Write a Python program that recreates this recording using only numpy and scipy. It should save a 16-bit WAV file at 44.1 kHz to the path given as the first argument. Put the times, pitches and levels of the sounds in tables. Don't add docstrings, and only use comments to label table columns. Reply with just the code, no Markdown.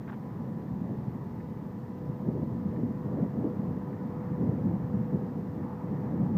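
import sys
import numpy as np
from scipy import signal
from scipy.fft import rfft, irfft, next_fast_len
from scipy.io import wavfile
from scipy.ndimage import uniform_filter1d, map_coordinates

SR = 44100
rng = np.random.default_rng(int(sys.argv[2]) if len(sys.argv) > 2 else 0)


def wrap_up_sound(samples):
    columns = np.atleast_2d(samples).T
    tamed = np.clip(columns, -1, 1)
    steps = np.round(tamed * 32767).astype(np.int16)
    wavfile.write(sys.argv[1], SR, steps)


def rack_gain(trim_db):
    fader = np.asarray(trim_db, float)
    return 10 ** (fader / 20)


N = 280917

# (frequency [Hz], density [dB per Hz])
HISS_SPECTRUM = [(1530, -29), (2600, -1.5), (3520, -4), (5340, -6), (9180, -14.5), (10600, -14.5),
                 (14700, -5), (15300, -6)]
# (frequency [Hz], density [dB per Hz])
SWING_SPECTRUM = [(8, -27.5), (25, -30), (40, -13.5), (60, -4.5), (85, -1), (110, 1), (150, -36)]
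# (frequency [Hz], density [dB per Hz])
LARGE_EDDY_SPECTRUM = [(50, -39.5), (80, -14), (105, -5.5), (150, -1.5), (200, -0.5), (250, -6.5),
                       (300, -20), (380, -32.5)]
# (frequency [Hz], density [dB per Hz])
SMALL_EDDY_SPECTRUM = [(200, -18.5), (270, 5), (330, -0.5), (450, -5.5), (600, -12), (900, -27),
                       (1400, -47.5)]
# (time [s], level [dB])
STEADY_WIND = [(0.0, -39), (0.94, -36), (1.31, -37), (2.0, -38.5), (2.46, -33), (2.73, -34), (2.89, -33.5),
               (3.14, -38.5), (3.28, -35.5), (3.41, -36), (4.2, -35.5), (4.45, -36), (4.63, -34),
               (4.74, -33.5), (5.73, -37.5), (5.92, -35), (6.05, -33.5), (6.37, -29.5)]
# (peak time [s], half length [s], large eddy rise [dB], small eddy rise [dB])
SHORT_GUSTS = [(.63, .03, -5, 6), (.55, 0.094, 3, 0), (.73, .03, 7, -2), (.82, 0.0089, 8.5, -1),
               (.9, 0.054, 2.5, 2), (1.0, 0.075, 0.5, 5.5), (2.37, 0.028, -0.5, 8.5), (2.09, 0.029, 4, 4),
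               (2.285, 0.03, 8.5, 11.5), (2.44, 0.021, 3.5, 3.5), (2.52, 0.046, 2, 4.5),
               (3.47, 0.022, 1, 10.5), (2.83, 0.069, 3, 5), (3.07, 0.029, 7, 4), (3.14, 0.033, 4.5, 6),
               (3.22, 0.044, 6.5, 11.5), (3.3, 0.016, 4.5, -2.5), (3.4, 0.038, 6, 7),
               (3.6, 0.016, 0.5, -3.5), (3.68, 0.093, 4.5, 8), (4.32, 0.027, 7.5, 3), (4.43, .04, 9, 6.5),
               (4.51, 0.058, 6, 9), (4.68, 0.074, 6, 6), (5.0, 0.041, 8, 5.5), (5.15, 0.026, 7, 6.5),
               (5.25, 0.025, -2, 5), (5.39, 0.072, 3, 4), (5.62, 0.042, 4.5, 4.5), (5.92, 0.061, 4, 5)]
CLOSING_GUSTS = [
    6.1,
    6.22,
    6.36,
]
# (time [s], peak level [dB], frequency [Hz])
STRONG_EDDIES = [(0.396, -23, 229), (0.717, -24, 132), (0.981, -21, 128), (1.075, -19, 150),
                 (2.089, -22.5, 131.6), (2.283, -26, 191), (2.343, -21.5, 130), (2.41, -20, 192),
                 (2.504, -21, 179), (2.655, -16.5, 189), (2.832, -13, 229), (3.138, -18.5, 229),
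                 (3.223, -12.5, 216), (3.384, -18, 169), (3.465, -19, 230), (3.591, -17, 210.3),
                 (4.047, -24, 232), (4.41, -15, 191), (4.489, -14.5, 161), (4.653, -16.5, 182),
                 (4.739, -17.5, 185), (4.84, -19, 132), (4.938, -14, 197), (4.998, -23, 178),
                 (5.142, -17, 162), (5.233, -19, 185), (6.197, -15, 197), (6.227, -14.5, 170),
                 (6.253, -16.5, 191), (6.351, -14.5, 182)]
# (time [s], length [s], level [dB]); the notes split them into two scrapes
STRAP_RUBS = [
    (.012, .03, -59),
    (.077, .008, -45),
    (.087, .006, -48),
    (.095, .011, -45),
    (.121, .004, -44),
    (.128, .011, -46),
    (.141, .014, -56),
]
# (frequency [Hz], density [dB per Hz])
STRAP_SPECTRUM = [(350, -16), (600, -4), (1000, 0), (1300, -1), (1600, -3), (2000, -7), (2600, -19),
                  (3300, -20), (4100, -33), (6000, -55)]
# (time [s], peak level [dB])
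STONE_TICKS = [
    (0.682, -58),
    (1.4017, -54),
    (2.7092, -53),
    (2.76, -46),
    (3.4515, -56),
    (3.9275, -53),
    (5.1037, -54),
    (5.9663, -55),
    (6.0015, -54),
]
# (frequency [Hz], level [dB])
TINE_MODES = [(1750, 15), (2500, 0.5), (2850, -13), (4700, -17.5)]
# (time [s], level [dB])
PUMP_LEVEL = [(0, -60.5), (.34, -63), (.55, -55.5), (1.1, -61.5), (1.55, -56), (1.75, -59), (2.25, -51),
              (2.55, -54), (3.1, -51), (3.3, -55.5), (3.46, -45.5), (3.6, -56), (4.1, -51.5), (4.35, -46.5),
              (4.65, -53), (5.15, -49.5), (5.4, -52.5), (6.37, -53)]
# (multiple [1], level [dB], flutter [dB])
PUMP_OVERTONES = [(3, -84, 3), (4, -81, 4)]
# (frequency [Hz], wander [Hz], level [dB])
WAVERING_TONES = [(1118, 9, -80), (1142, 15, -83), (1256, 11, -75.5), (880, 25, -68.5)]
# (time [s], level [dB])
ENGINE_LEVEL = [
    (0, -56),
    (1.4, -55),
    (2.3, -56),
    (3.35, -52.5),
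    (3.9, -54),
    (4.5, -52.5),
    (5, -52),
    (5.4, -54.5),
    (6, -51.5),
    (6.37, -51.5),
]
# (frequency [Hz], density [dB per Hz])
EXHAUST_SPECTRUM = [(90, -13.5), (200, -2.5), (420, 1.5), (600, -5), (850, 0.5), (1050, -4), (1250, -9),
                    (1400, -14.5), (1800, -26.5)]
# (frequency [Hz], density [dB per Hz])
BLOCK_SPECTRUM = [(1200, -23), (1450, -3), (1800, 3), (2050, -3), (2400, -9.5), (3000, -20.5), (4000, -32)]


def unit(x):
    return x / np.sqrt(np.mean(x ** 2) + 1e-20)


def curves(rows):
    s, *cols = np.transpose(rows)
    return [np.interp(np.arange(N) / SR, s, c) for c in cols]


def wobble(rate):
    return map_coordinates(rng.standard_normal(int(N * rate / SR) + 4), [np.arange(N) * rate / SR])


def coloured(x, spectrum):
    m = next_fast_len(N + 8192)
    hz, db = np.transpose(spectrum)
    log_hz = np.log(np.fft.rfftfreq(m, 1 / SR) + 1)
    gain = rack_gain(np.interp(log_hz, np.log(hz), db, left=-120, right=-120))
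    return unit(irfft(rfft(x, m) * gain, m)[:N])


def patchy(depth_db, bins, frames):
    z = signal.stft(rng.standard_normal(N + 2048), nperseg=1024)[2]
    field = uniform_filter1d(rng.standard_normal(z.shape), size=bins, axis=0)
    field = uniform_filter1d(field, size=frames, axis=1)
    return signal.istft(z * rack_gain(depth_db * unit(field)), nperseg=1024)[1][:N]


def even(x, seconds):
    span = int(seconds * SR)
    power = uniform_filter1d(uniform_filter1d(x ** 2, span), span)
    return unit(x / np.sqrt(np.abs(power) + 0.027))


def preamp_hiss():
    return rack_gain(-73) * coloured(rng.standard_normal(N), HISS_SPECTRUM)


def gusts():
    t = np.arange(N) / SR
    lead_s, lasts = 0.01, 1.43
    rows = SHORT_GUSTS + [(s, 0.063, 1.5, 1.5) for s in CLOSING_GUSTS]
    large_db = sum(db * np.exp(-((t - s) / half) ** 2) for s, half, db, _ in rows)
    small_db = sum(db * np.exp(-((t - s + lead_s) / (lasts * half)) ** 2) for s, half, _, db in rows)
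    return large_db, small_db


def wind():
    steady_db, = curves(STEADY_WIND)
    large_rise_db, small_rise_db = gusts()
    large_db = steady_db + large_rise_db
    small_db = steady_db - 10.5 + small_rise_db + 1.5 * wobble(12)
    mean_db = uniform_filter1d(large_db, SR // 3)
    swings = coloured(rng.standard_normal(N), SWING_SPECTRUM)
    clumps = wobble(26)
    large = coloured(rng.standard_normal(N), LARGE_EDDY_SPECTRUM)
    large = even(rack_gain(1.8 * clumps) * large, 0.05)
    small = even(coloured(rng.standard_normal(N), SMALL_EDDY_SPECTRUM), 0.064)
    small = unit(rack_gain(wobble(40) + clumps) * small)
    swing_db = 0.64 * (mean_db + 28.5) - 49.0
    return rack_gain(swing_db) * swings + rack_gain(large_db - 0.78) * large + rack_gain(small_db) * small


def thumps():
    out, t = np.zeros(N + SR), np.arange(SR // 12) / SR
    rough = coloured(rng.standard_normal(N), SMALL_EDDY_SPECTRUM[3:])
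    swell = t / 0.0071 * np.exp(1 - t / 0.0059)
    for s, db, hz in STRONG_EDDIES:
        start = round(s * SR)
        swing = np.sin(2 * np.pi * hz * t + rng.uniform(0, 2 * np.pi))
        out[start:][:len(t)] += rack_gain(db - 5.5) * swell * swing
        edge_db = -47 + 0.59 * (db + 21.5)
        out[start:N][:len(t)] += rack_gain(edge_db) * (swell ** 2)[:N - start] * rough[start:][:len(t)]
    vent = signal.butter(2, 70, "high", fs=SR, output="sos")
    return signal.sosfilt(vent, out[:N])


def strap():
    t = np.arange(N) / SR
    grit = coloured(rng.standard_normal(N) * rack_gain(0.97 * wobble(500)), STRAP_SPECTRUM)
    stroke = np.zeros(N)
    for s, length_s, db in STRAP_RUBS:
        onset = np.clip((t - s) / 0.0011, 0, 1)
        stroke += rack_gain(db) * onset * np.exp(-(np.maximum(t - s, 0) / abs(length_s)) ** 2)
    return grit * stroke


def clods():
    out, t = np.zeros(N + SR), np.arange(SR // 20) / SR
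    for s, db in STONE_TICKS:
        ring = np.zeros(len(t))
        for hz, level_db in TINE_MODES:
            strength = rack_gain(level_db + rng.normal(0, 2.9))
            ring += strength * np.sin(2 * np.pi * hz * rng.normal(1, 0.021) * t)
        grit = 1 + 0.8 * map_coordinates(rng.standard_normal(60), [t * 900])
        decay = rack_gain(db - 13.5 - 60 * t / 0.035)
        out[round(s * SR):][:len(t)] += decay * (1 - np.exp(-t / 0.0015)) * ring * grit
    return out[:N]


def whine():
    db, = curves(PUMP_LEVEL)
    hz = 494.4 - 0.3 * np.maximum(np.arange(N) / SR - 3.2, 0)
    phase = 2 * np.pi * np.cumsum(hz) / SR + 0.38 * wobble(6)
    tone = rack_gain(db + 2.5 + 0.62 * wobble(8.1)) * np.sin(phase)
    octave_db = -62.5 + 0.1 * (db - db.mean()) + 1.2 * wobble(15) + 1.7 * wobble(3.6)
    tone += rack_gain(octave_db) * np.sin(2 * phase)
    for multiple, level_db, flutter_db in PUMP_OVERTONES:
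        tone += rack_gain(level_db + flutter_db * wobble(8)) * np.sin(round(multiple) * phase)
    for line_hz, wander_hz, level_db in WAVERING_TONES:
        gain = rack_gain(level_db + 2.9 * wobble(3.1))
        line_turns = np.cumsum(line_hz + 0.4 * wander_hz * wobble(4)) / SR
        tone += gain * np.sin(2 * np.pi * line_turns)
    return np.sqrt(2) * tone


def engine():
    exhaust_db, = curves(ENGINE_LEVEL)
    block_db = -67.5 + 0.8 * (exhaust_db - exhaust_db.mean())
    firing_hz = 105.6 * (1 + 0.003 * wobble(2.5))
    firings = np.cumsum(firing_hz) / SR
    fired = np.diff(np.floor(firings), prepend=0)
    cylinder_db = np.array([-7.0, -1.5, 4, -13.5, 2.0, -0.5])[firings.astype(int) % 6]
    pulses = unit(fired * rack_gain(cylinder_db + 2.5 * rng.standard_normal(N)))
    puffs = 1 + 0.038 * np.cos(2 * np.pi * firings)
    shimmer = wobble(6.2)
    exhaust = 0.22 * pulses + puffs * patchy(1.2, bins=3, frames=14)
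    exhaust = coloured(exhaust, EXHAUST_SPECTRUM)
    block = 0.12 * pulses + puffs * patchy(1.0, bins=7, frames=8)
    block = coloured(block, BLOCK_SPECTRUM)
    return rack_gain(exhaust_db + 4.0 + 0.8 * shimmer) * exhaust + rack_gain(block_db + 1.5 + 0.27 * shimmer) * block


def scene():
    return (wind() + thumps() + strap() + clods() + whine() + engine())[None]


def band_limit(x):
    return signal.sosfilt(signal.butter(12, 15970, fs=SR, output="sos"), x)


def record(dry):
    wet = dry + preamp_hiss()
    m = next_fast_len(N + 8192)
    passed = np.fft.rfftfreq(m, 1 / SR) < 15345
    mix = irfft(rfft(wet, m) * passed, m)[:, :N]
    return band_limit(mix)


dry = scene()
out = record(dry)
wrap_up_sound(out)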